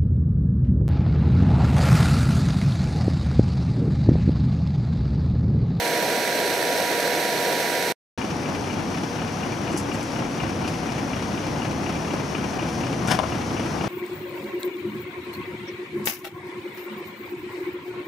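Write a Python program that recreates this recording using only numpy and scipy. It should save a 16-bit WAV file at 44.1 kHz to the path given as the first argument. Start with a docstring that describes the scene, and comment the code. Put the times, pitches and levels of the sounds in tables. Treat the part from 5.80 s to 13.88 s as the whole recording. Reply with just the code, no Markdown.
"""A six-cylinder diesel crane truck roars at lifting speed, its hydraulic pump whining; after a short
silence, at a second place further off, an eight-cylinder idles with an uneven knock.
Engines are noise pulsed by firings, plus tones locked to the shaft; a hum of idling engines is wavering tones.
On the left loose tackle scrapes (bursts of noise) and clanks (ringing modes with cracks of noise).
Steel ticks and things bump as short ringing tones, and grit rustles as small bursts of grainy noise."""
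import sys
import numpy as np
from scipy import signal
from scipy.fft import rfft, irfft, next_fast_len
from scipy.io import wavfile
from scipy.ndimage import map_coordinates

SR = 44100
rng = np.random.default_rng(int(sys.argv[2]) if len(sys.argv) > 2 else 0)


def master_out(mix):
    """Clip the mix to full scale and print it as 16-bit PCM to the path in sys.argv[1]."""
    frames = np.transpose(np.atleast_2d(mix))
    ceiling = np.clip(frames, -1, 1)
    pcm = np.round(ceiling * 32767).astype(np.int16)
    wavfile.write(sys.argv[1], SR, pcm)


N = 356328

LIFT_CYCLE_HZ, IDLE_CYCLE_HZ = 13.333, 4.11  # full four-stroke cycles a second
# knock of each lifting-engine cylinder, in firing order: level_db (relative)
LIFT_CYLINDERS = [3.5, -7, 3, -5.5, 0.5, 0.5]
# how far the second place's engines lean to the left: pitch_hz, left_minus_right_db
IDLE_LEAN = [(60, 0.5), (110, -0.5), (200, 0.0), (380, 2), (700, 3.5), (1290, 9), (2380, 7.5), (4400, 4),
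             (8120, 2.5), (15000, -1.5)]
# how far the tackle leans to the left: pitch_hz, left_minus_right_db
TACKLE_LEAN = [(150, 4), (380, 0), (700, 14), (1300, 14), (2400, 14), (4400, 5), (9000, 3)]


def amp(db):
    """Decibels to gain."""
    return 10 ** (np.asarray(db) / 20)


def unit(x):
    """Scale to rms 1."""
    return x / np.sqrt(np.mean(x ** 2) + 1e-20)


def clock():
    """Time of every sample (s)."""
    return np.arange(N) / SR


def along(points, hz):
    """Read a curve of (Hz, value) points, spaced on a log pitch axis."""
    f, v = np.transpose(points)
    return np.interp(np.log(hz + 1), np.log(f + 1), v)


def wobble(rate):
    """A smooth curve through random points, rate of them a second."""
    points = rng.standard_normal(int(N * rate / SR) + 4)
    return map_coordinates(points, [clock() * rate])


def filtered(x, response):
    """Shape x by a gain for each frequency."""
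    m = next_fast_len(N + 8192)
    gain = response(np.fft.rfftfreq(m, 1 / SR))
    return irfft(rfft(x, m) * gain, m)[..., :N]


def leaned(x, lean):
    """Share a sound between left and right, frequency by frequency."""
    def gains(hz):
        g = amp(np.outer([.5, -.5], along(lean, hz)))
        return g / g.mean(axis=0)
    return filtered(x, gains)


def placed(pair, spectrum, alike, lean):
    """Two unrelated signals become one coloured stereo source of rms 1."""
    def shape(hz):
        # the more alike left and right are, the less of the side signal is used
        turn = np.arccos(np.clip(along(alike, hz), -1, 1)) / 2
        return amp(along(spectrum, hz)) * [np.cos(turn), np.sin(turn)]
    mid, side = filtered(pair, shape)
    return unit(leaned(np.array([mid + side, mid - side]), lean))


def lifting_engine():
    """Six cylinders under load: a roaring body, dense injector clatter and the pump's whine."""
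    # colour of the roar, then of the clatter: pitch_hz, level_db (relative)
    body_colour = [(25, -36.5), (70, -30.5), (110, -16.5), (155, -10), (300, -3.5), (490, 0.5), (600, -1),
                   (740, -0.5), (880, -9.5), (1000, -12.5), (1250, -19), (1800, -46.5), (4000, -95)]
    clatter_colour = [(710, -48), (1200, -16.5), (1410, -3.5), (1610, -0.5), (2320, -3), (3060, -11),
                      (4280, -5.5), (4870, -12), (6040, -8.5), (7100, -19), (8080, -13), (9000, -17.5),
                      (11900, -15.5), (13800, -18.5), (15800, -30.5)]
    # how alike left and right are: pitch_hz, coherence (0-1)
    alike = [(60, 0.56), (150, 0.86), (380, 0.9), (950, 0.9), (2380, 0.5), (5980, 0.7), (15000, 0.86)]
    # lean to the left: pitch_hz, left_minus_right_db
    lean = [(60, 2), (110, -2), (200, -0.5), (380, -0.5), (700, 0), (1290, -2.5), (2380, -6), (4400, -5.5),
            (8120, -3), (15000, 0)]
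    cycles = crank(LIFT_CYCLE_HZ, start=0, drift=0.00031)
    beat = firings(cycles, LIFT_CYCLE_HZ, LIFT_CYLINDERS, rise=.0006, decay=0.0052, bed=1.0, scatter_db=2.2)
    body = beat * roar_swell() * rattle(cycles, LIFT_CYCLE_HZ, [(150, 0.13), (900, 0.17)])
    clatter_repeat = [(1500, 0.39), (4000, 0.56), (8000, 0.14), (12000, .04)]
    clatter = beat * rattle(cycles, LIFT_CYCLE_HZ, clatter_repeat)
    whine = tones(lifting_tones(), cycles / LIFT_CYCLE_HZ, waver_db=0.5, smear=0.17, rate=6.64)
    return (amp(-26.5) * placed(body, body_colour, alike, lean)
            + amp(-27.0) * placed(clatter, clatter_colour, alike, lean)
            + leaned(whine, lean))


def lifting_tones():
    """Pump, exhaust, gears and a belt-driven accessory follow the engine's speed: lines of (Hz, dB)."""
    # timing gears: rough pitch_hz, level_db; both are adjusted below
    meshes = [(1400, -49), (1599, -42.5), (1973, -47), (2239, -49), (2358, -44), (2880, -52), (3332, -49.5),
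              (3682, -52.5), (3801, -56.5), (3957, -50.5), (4242, -47.5)]
    pump_hz = 36 * LIFT_CYCLE_HZ  # 36 pump strokes in each engine cycle
    firing_hz = len(LIFT_CYLINDERS) * LIFT_CYCLE_HZ
    pump = [(pump_hz, -35.5), (2 * pump_hz, -35)]
    exhaust = [(firing_hz, -61.5), (2 * firing_hz, -50.5)]
    # each gear tone locks to the nearest whole multiple of the cycle, 3 dB below its table level
    gears = [(round(hz / LIFT_CYCLE_HZ) * LIFT_CYCLE_HZ, db - 3) for hz, db in meshes]
    accessory = [(700, -40.5)]  # sings between the engine's own multiples
    return pump + exhaust + gears + accessory


def idling_engine():
    """Eight slow, unequal knocks a cycle over a rumbling body, with clacking covers and hissing belts."""
    # knock of each cylinder, in firing order: level_db (relative)
    cylinders = [2, 5.5, 2.5, 4.5, -9, -8, 1, 2.5]
    # colours of the rumble, knocking, clacks and hiss: pitch_hz, level_db (relative)
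    body_colour = [(20, -38), (36, -13), (55, -16), (80, -5), (130, 0.5), (280, 2), (370, -2), (470, -7),
                   (700, -5.5), (920, -7), (1250, -13), (2000, -23), (6000, -61)]
    clatter_colour = [(100, -33), (500, -8), (900, -5.5), (1500, 1), (2000, -0.5), (2400, 0.5), (2900, -3),
                      (3300, -4), (3900, -9.5), (6000, -17.5), (11000, -23), (15800, -49)]
    clack_colour = [(300, -42), (1100, 2.5), (1900, -4), (2200, -12), (2350, 6.5), (2480, 0.5), (2740, 1),
                    (2870, 4), (3060, -8), (3400, -25), (6000, -36), (12000, -55)]
    hiss_colour = [(1500, -48), (3800, -8), (4330, 1), (4680, 0), (5750, 4.5), (6500, -0.5), (7000, -7),
                   (7550, -9.5), (8100, -14), (9500, -7), (11200, -17.5), (14200, -15), (15800, -35)]
    # how alike left and right are: pitch_hz, coherence (0-1)
    alike = [(60, 0.95), (150, 0.89), (380, 0.8), (950, 0.32), (2380, 0.5), (5980, 0.76), (15000, 0.022)]
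    # three cover panels that ring with the clacks: pitch_hz, level_db (before the clack's own level)
    covers = [(900, -38.5), (2350, -41), (2870, -40.5)]
    # pulsing of the belt and gear hiss: rate_hz, depth_db
    hiss_pulses = [(16.45, .65), (61.6, .85), (74.8, .5), (136.4, .95)]
    # a loose guard buzzing with the pulses: pitch_hz, level_db (before pulsing)
    guard = [(5780, -54.5)]

    cycles = crank(IDLE_CYCLE_HZ, start=.221, drift=.0007)
    thud = firings(cycles, IDLE_CYCLE_HZ, cylinders, rise=0.0027, decay=0.012, bed=0.9, scatter_db=2.0)
    knock = firings(cycles, IDLE_CYCLE_HZ, cylinders, rise=0.0022, decay=0.016, bed=1.0, scatter_db=2.0)
    body = thud * roar_swell() * rattle(cycles, IDLE_CYCLE_HZ, [(150, 0.22), (900, 0.34)])
    clatter = knock * rattle(cycles, IDLE_CYCLE_HZ, [(1000, 0.1), (4000, 0.043)])

    panel_swells = clacking(cycles)
    ring = sum(swell * tones([panel], clock(), waver_db=0.5, smear=1.2, rate=170)
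               for swell, panel in zip(panel_swells, covers))
    clack = panel_swells.mean(axis=0) * rng.standard_normal((2, N))

    # belts and gears pulse at their own turning rates; the guard's buzz pulses twice as deep in dB
    turning_db = sum(depth_db * np.sin(2 * np.pi * hz * clock()) for hz, depth_db in hiss_pulses)
    buzz = amp(2 * turning_db) * tones(guard, clock(), waver_db=1.5, smear=1.2, rate=390)
    hiss_level = np.hypot(knock, 1.6) * amp(turning_db + 0.61 * wobble(14))
    hiss = hiss_level * rng.standard_normal((2, N))
    return (amp(-28.0) * placed(body, body_colour, alike, IDLE_LEAN)
            + amp(-38.0) * placed(clatter, clatter_colour, alike, IDLE_LEAN)
            + amp(-45.0) * placed(clack, clack_colour, alike, IDLE_LEAN)
            + leaned(ring + buzz, IDLE_LEAN)
            + amp(-43.5) * placed(hiss, hiss_colour, alike, IDLE_LEAN))


def clacking(cycles):
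    """The covers clack at the same places in every cycle and ring down: one envelope for each panel."""
    # clacks in one cycle: place (0-1 of the cycle), low_db, middle_db, high_db (relative, per panel)
    clacks = [(.995, 0, 0, 0), (.125, -16, -9, -6), (.22, -30, -11, -12), (.31, -14, -12, -16),
              (.387, -16, -1, -9), (.75, -5, -18, -12), (.89, -12, -12, -9)]
    rise_s, fall_s, scatter_db = .003, .0145, 1.2  # scatter is from cycle to cycle

    def burst(place, *panels_db):
        turn, part = np.divmod(cycles - place, 1)
        age = part / IDLE_CYCLE_HZ
        size = amp(scatter_db * rng.standard_normal(64)[turn.astype(int)])
        swell = 1 - np.exp(-(age / rise_s) ** 2)
        return np.outer(amp(panels_db), size * swell * np.exp(-age / fall_s))
    return sum(burst(*row) for row in clacks)


def crank(cycle_hz, start, drift):
    """Four-stroke cycles counted from start (s); the governor lets the speed drift a little."""
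    return np.cumsum(1 + drift * wobble(4)) * cycle_hz / SR - start * cycle_hz


def firings(cycles, cycle_hz, cylinders, rise, decay, bed, scatter_db):
    """Each firing kicks the block at its cylinder's strength and dies onto a bed of running noise."""
    count = len(cylinders)
    stroke, part = np.divmod(cycles * count, 1)
    # shift by whole cycles so that no stroke number is negative
    stroke = (stroke - stroke.min() // count * count).astype(int)
    age = part / (cycle_hz * count)  # seconds since the latest firing
    chance = np.clip(rng.standard_normal(1024), -2, 2)[stroke]
    size = amp(np.array(cylinders)[stroke % count] + scatter_db * chance)
    return np.hypot(bed, size * np.exp(-age / decay) * (1 - np.exp(-age / rise)))


def rattle(cycles, cycle_hz, repeat):
    """The same parts collide in every cycle: a share of the noise repeats, the rest is new."""
    size = int(SR / cycle_hz)
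    place = cycles % 1 * size
    same = np.array([map_coordinates(rng.standard_normal(size), [place], mode="grid-wrap")
                     for _ in range(2)])
    new = rng.standard_normal((2, N))

    def share(hz):
        return np.clip(along(repeat, hz), 0, 1)
    return (filtered(same, lambda hz: np.sqrt(share(hz)))
            + filtered(new, lambda hz: np.sqrt(1 - share(hz))))


def roar_swell():
    """An engine's roar swells and sinks at random, typically by 0.8 dB."""
    return amp(.8 * wobble(14))


def tones(lines, time, waver_db, smear, rate):
    """Steady (Hz, dB) lines, each wavering in level and phase on its way through the air."""
    def line(hz, db):
        level = np.sqrt(2) * amp(db + waver_db * wobble(rate))
        phase = 2 * np.pi * (hz * time + rng.random()) + smear * wobble(rate)
        return level * np.sin(phase)
    return sum(line(hz, db) for hz, db in lines)


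def clanks():
    """The tackle tumbles, drops and bounces: short cracks over those damped modes each contact favours."""
    # contacts: start_s, ring_db, crack_db (both relative), favoured_hz
    contacts = [(7.3005, -18, -32, 800), (7.305, -25, -31, 950), (7.3108, -21, -26, 650),
                (7.3135, -22, -23, 1450), (7.3155, -21, -27, 750), (7.3185, -19.5, -19, 1600),
                (7.3205, -24, -25, 1450), (7.3255, -22, -27, 1450), (7.332, -18, -29, 800),
                (7.3895, -11, -17.5, 950), (7.3965, -25, -31, 2800), (7.404, -25, -38, 780),
                (7.432, -14, -41, 1150), (7.4415, -20, -45, 1100), (7.5215, -22, -46, 1000)]
    # the tackle's modes: pitch_hz, level_db (relative), t60_s (time to fall by 60 dB)
    tackle = [(645, -3, .11), (745, -3, .1), (840, -6, .05), (925, -5, .05), (1005, -2, .06),
              (1070, -4, .045), (1160, -4, .035), (1270, -6, .035), (1450, -9, .035), (1750, -13, .04),
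              (2130, -13, .05), (2490, -15, .05), (2850, -8, .045), (3500, -8, .035)]
    # colour of the cracks: pitch_hz, level_db (relative)
    crack_colour = [(300, -28), (600, -12), (750, 5), (1050, -3.5), (1500, 2), (2100, -3), (2900, -1),
                    (3500, -4), (4100, -13), (5400, -13), (7500, -24), (10000, -20), (13000, -34),
                    (15000, -48)]
    t = clock()

    def favoured(centre):
        # a mode loses 8 dB for each octave away from the favoured pitch
        return [(hz, db - 8 * abs(np.log2(hz / centre)), t60) for hz, db, t60 in tackle]
    ring = sum(struck(favoured(centre), s, db, scatter_db=1.5, contact=.0007)
               for s, db, _, centre in contacts)
    # each crack falls by 60 dB in 0.019 s
    force = sum((t >= s) * amp(db - 60 * np.abs(t - s) / .019) for s, _, db, _ in contacts)
    noise = rng.standard_normal(N)
    crack = force * unit(filtered(noise, lambda hz: amp(along(crack_colour, hz))))
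    return leaned(ring * amp(-3.5 + 1.5 * wobble(400)) + crack, TACKLE_LEAN)


def scrapes():
    """Loose tackle rubs: strokes of grainy friction noise."""
    # strokes: peak_s, level_db, rise_s, fall_s
    strokes = [(7.285, -26, .008, .008), (7.317, -18, 0.015, 0.015), (7.353, -27.5, 0.014, 0.012)]
    # colour: pitch_hz, level_db (relative)
    colour = [(40, -26), (150, 12), (400, 2), (700, 2), (1000, -4), (1200, -11), (1450, 5), (2300, -10),
              (3500, -5), (4100, -13), (5400, -5.5), (7500, -17.5), (10000, -15), (12500, -23),
              (15800, -46.5)]
    return rubbing(strokes, colour, TACKLE_LEAN, grain_db=2.2)


def rubbing(strokes, colour, lean, grain_db):
    """Strokes of friction: grains that swell to a peak and die away."""
    t = clock()
    force = sum(amp(db) * np.exp(-np.maximum((s - t) / rise, (t - s) / fall))
                for s, db, rise, fall in strokes)
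    grains = amp(grain_db * wobble(900)) * rng.standard_normal((2, N))
    return force * placed(grains, colour, [(500, 0.93), (5000, 0.8)], lean)


def struck(modes, s, db, scatter_db, contact):
    """One blow at time s, of this contact time, starts all modes together; they soon drift out of step."""
    out, t = np.zeros(N + SR), np.arange(SR // 4) / SR

    def mode(hz, level, t60):
        start_db = db + level + scatter_db * rng.standard_normal()
        return amp(start_db - 60 * t / t60) * np.sin(2 * np.pi * hz * t)
    ring = sum(mode(*row) for row in modes)
    out[round(s * SR):][:len(t)] = ring * (1 - np.exp(-t / contact))
    return out[:N]


def scattered(x, wet_db, t60):
    """Ground and truck sides throw back a short, diffuse answer."""
    t = np.arange(SR // 4) / SR
    tail = rng.standard_normal((2, len(t))) * amp(-60 * t / t60) * (t > .002)
    tail = tail / np.linalg.norm(tail[0])
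    return x + amp(wet_db) * signal.fftconvolve(x, tail, axes=1)[:, :N]


def bumps():
    """Loose things knock together, each with one quickly damped mode."""
    # dull bumps and small metal pings: start_s, level_db, pitch_hz, t60_s (time to fall by 60 dB)
    knocks = [(3.9432, -7, 310, 0.032), (4.88, -30, 4800, 0.037), (4.881, -35, 9750, .03),
              (7.2725, -22, 5900, .03), (7.318, -19, 5200, .025), (7.3183, -22, 9900, .025),
              (7.339, -16.5, 174, 0.077)]

    def knock(start, db, hz, t60):
        t = np.maximum(clock() - start, 0)
        return amp(db - 60 * t / t60) * (1 - np.exp(-t / 0.0018)) * np.sin(2 * np.pi * hz * t)
    return sum(knock(*row) for row in knocks)


def ticks():
    """Small steel parts touch and ring briefly."""
    # light touches of steel on steel: start_s, level_db (relative)
    touches = [(3.917, -47), (3.9255, -44), (3.9735, -41), (3.981, -37), (3.988, -39), (3.9965, -46),
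               (4.139, -43), (4.146, -47), (4.2285, -42), (4.2325, -46)]
    # what they ring with: pitch_hz, level_db (relative), t60_s (time to fall by 60 dB)
    steel = [(5250, -2, .02), (5950, -3, .025), (7400, -5, .025), (7560, -2, .03), (7700, -7, .025),
             (8900, -9, .012), (9800, -4, .018), (10300, -7, .015), (12400, -12, .015)]
    ring = sum(struck(steel, s, db, scatter_db=2.5, contact=.0003) for s, db in touches)
    return leaned(ring, [(6000, 3.1)])


def grit():
    """Grit rustles: brief, coarse-grained bursts of bright friction noise."""
    # rustles: peak_s, level_db, fall_s
    rustles = [(3.926, -41, .008), (3.981, -33, 0.019), (4.141, -40, .01), (4.231, -40, .009),
               (4.884, -41, 0.017), (7.275, -34, .008)]
    # colour: pitch_hz, level_db (relative)
    colour = [(800, -50), (3800, -22), (4800, 0), (5800, 1), (7100, -2), (7550, -1), (8100, -6),
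              (10500, -3.5), (12500, -17), (15500, -26)]
    strokes = [(s, db, 0.4 * fall, fall) for s, db, fall in rustles]  # the rise is a share of the fall
    return rubbing(strokes, colour, [(6000, 2.8)], grain_db=5.0)


def site_hum():
    """Low wavering tones of idling engines beat against each other under thin gear tones."""
    # further low drones: pitch_hz, level_db
    drones = [(37.0, -59), (70.0, -49), (74.0, -52), (90.2, -51), (129.2, -46.5), (164.2, -43.5),
              (198.5, -49), (233.5, -48.5), (279.9, -47.5), (334.4, -45.5)]
    # gear tones of the distant cranes: pitch_hz, level_db
    gear_lines = [(444.1, -52), (480.2, -48.5), (484.3, -50), (530.3, -53), (538.3, -53), (736.3, -48.5)]
    hum = tones([*hum_orders(count=11), *drones], clock(), waver_db=3.0, smear=0.57, rate=4)
    gears = tones(gear_lines, clock(), waver_db=2.6, smear=0.45, rate=3.06)
    return leaned(hum + gears, IDLE_LEAN)


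def hum_orders(count):
    """An idling engine's hum: multiples of its firing rate as the silencer passes them (Hz, dB)."""
    firing_hz, silencer_hz, peak_db = 24.64, 96, -45.5
    hz = firing_hz * np.arange(1, count + 1)
    octaves = np.log2(hz / silencer_hz)
    # falls 24 dB per octave below the silencer's peak and 2.5 above it
    return list(zip(hz, peak_db - np.maximum(-24 * octaves, 2.5 * octaves)))


def scene():
    """The first place stops dead; after a quarter second the second begins."""
    lift_end, idle_start = 2.124, 2.376  # seconds
    t = clock()
    fade_s = [lift_end - .001, lift_end + .001, lift_end + .025, lift_end + .035]
    leaving = amp(-np.interp(t, fade_s, [0, 22, 52, 140]))
    arriving = np.clip((t - idle_start) * 1000, 0, 1)  # fades in over a millisecond
    tackle = scrapes() + scattered(clanks(), wet_db=-15, t60=0.22)
    steel = scattered(ticks(), wet_db=2.5, t60=0.061)
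    second_place = idling_engine() + tackle + bumps() + steel + grit() + site_hum()
    return leaving * lifting_engine() + arriving * second_place


def record(dry):
    """Nothing passes above the band limit of about 15800 Hz."""
    return filtered(dry, lambda hz: np.clip((15800 - hz) / 200 + .5, 0, 1))


dry = scene()
out = record(dry)
master_out(out)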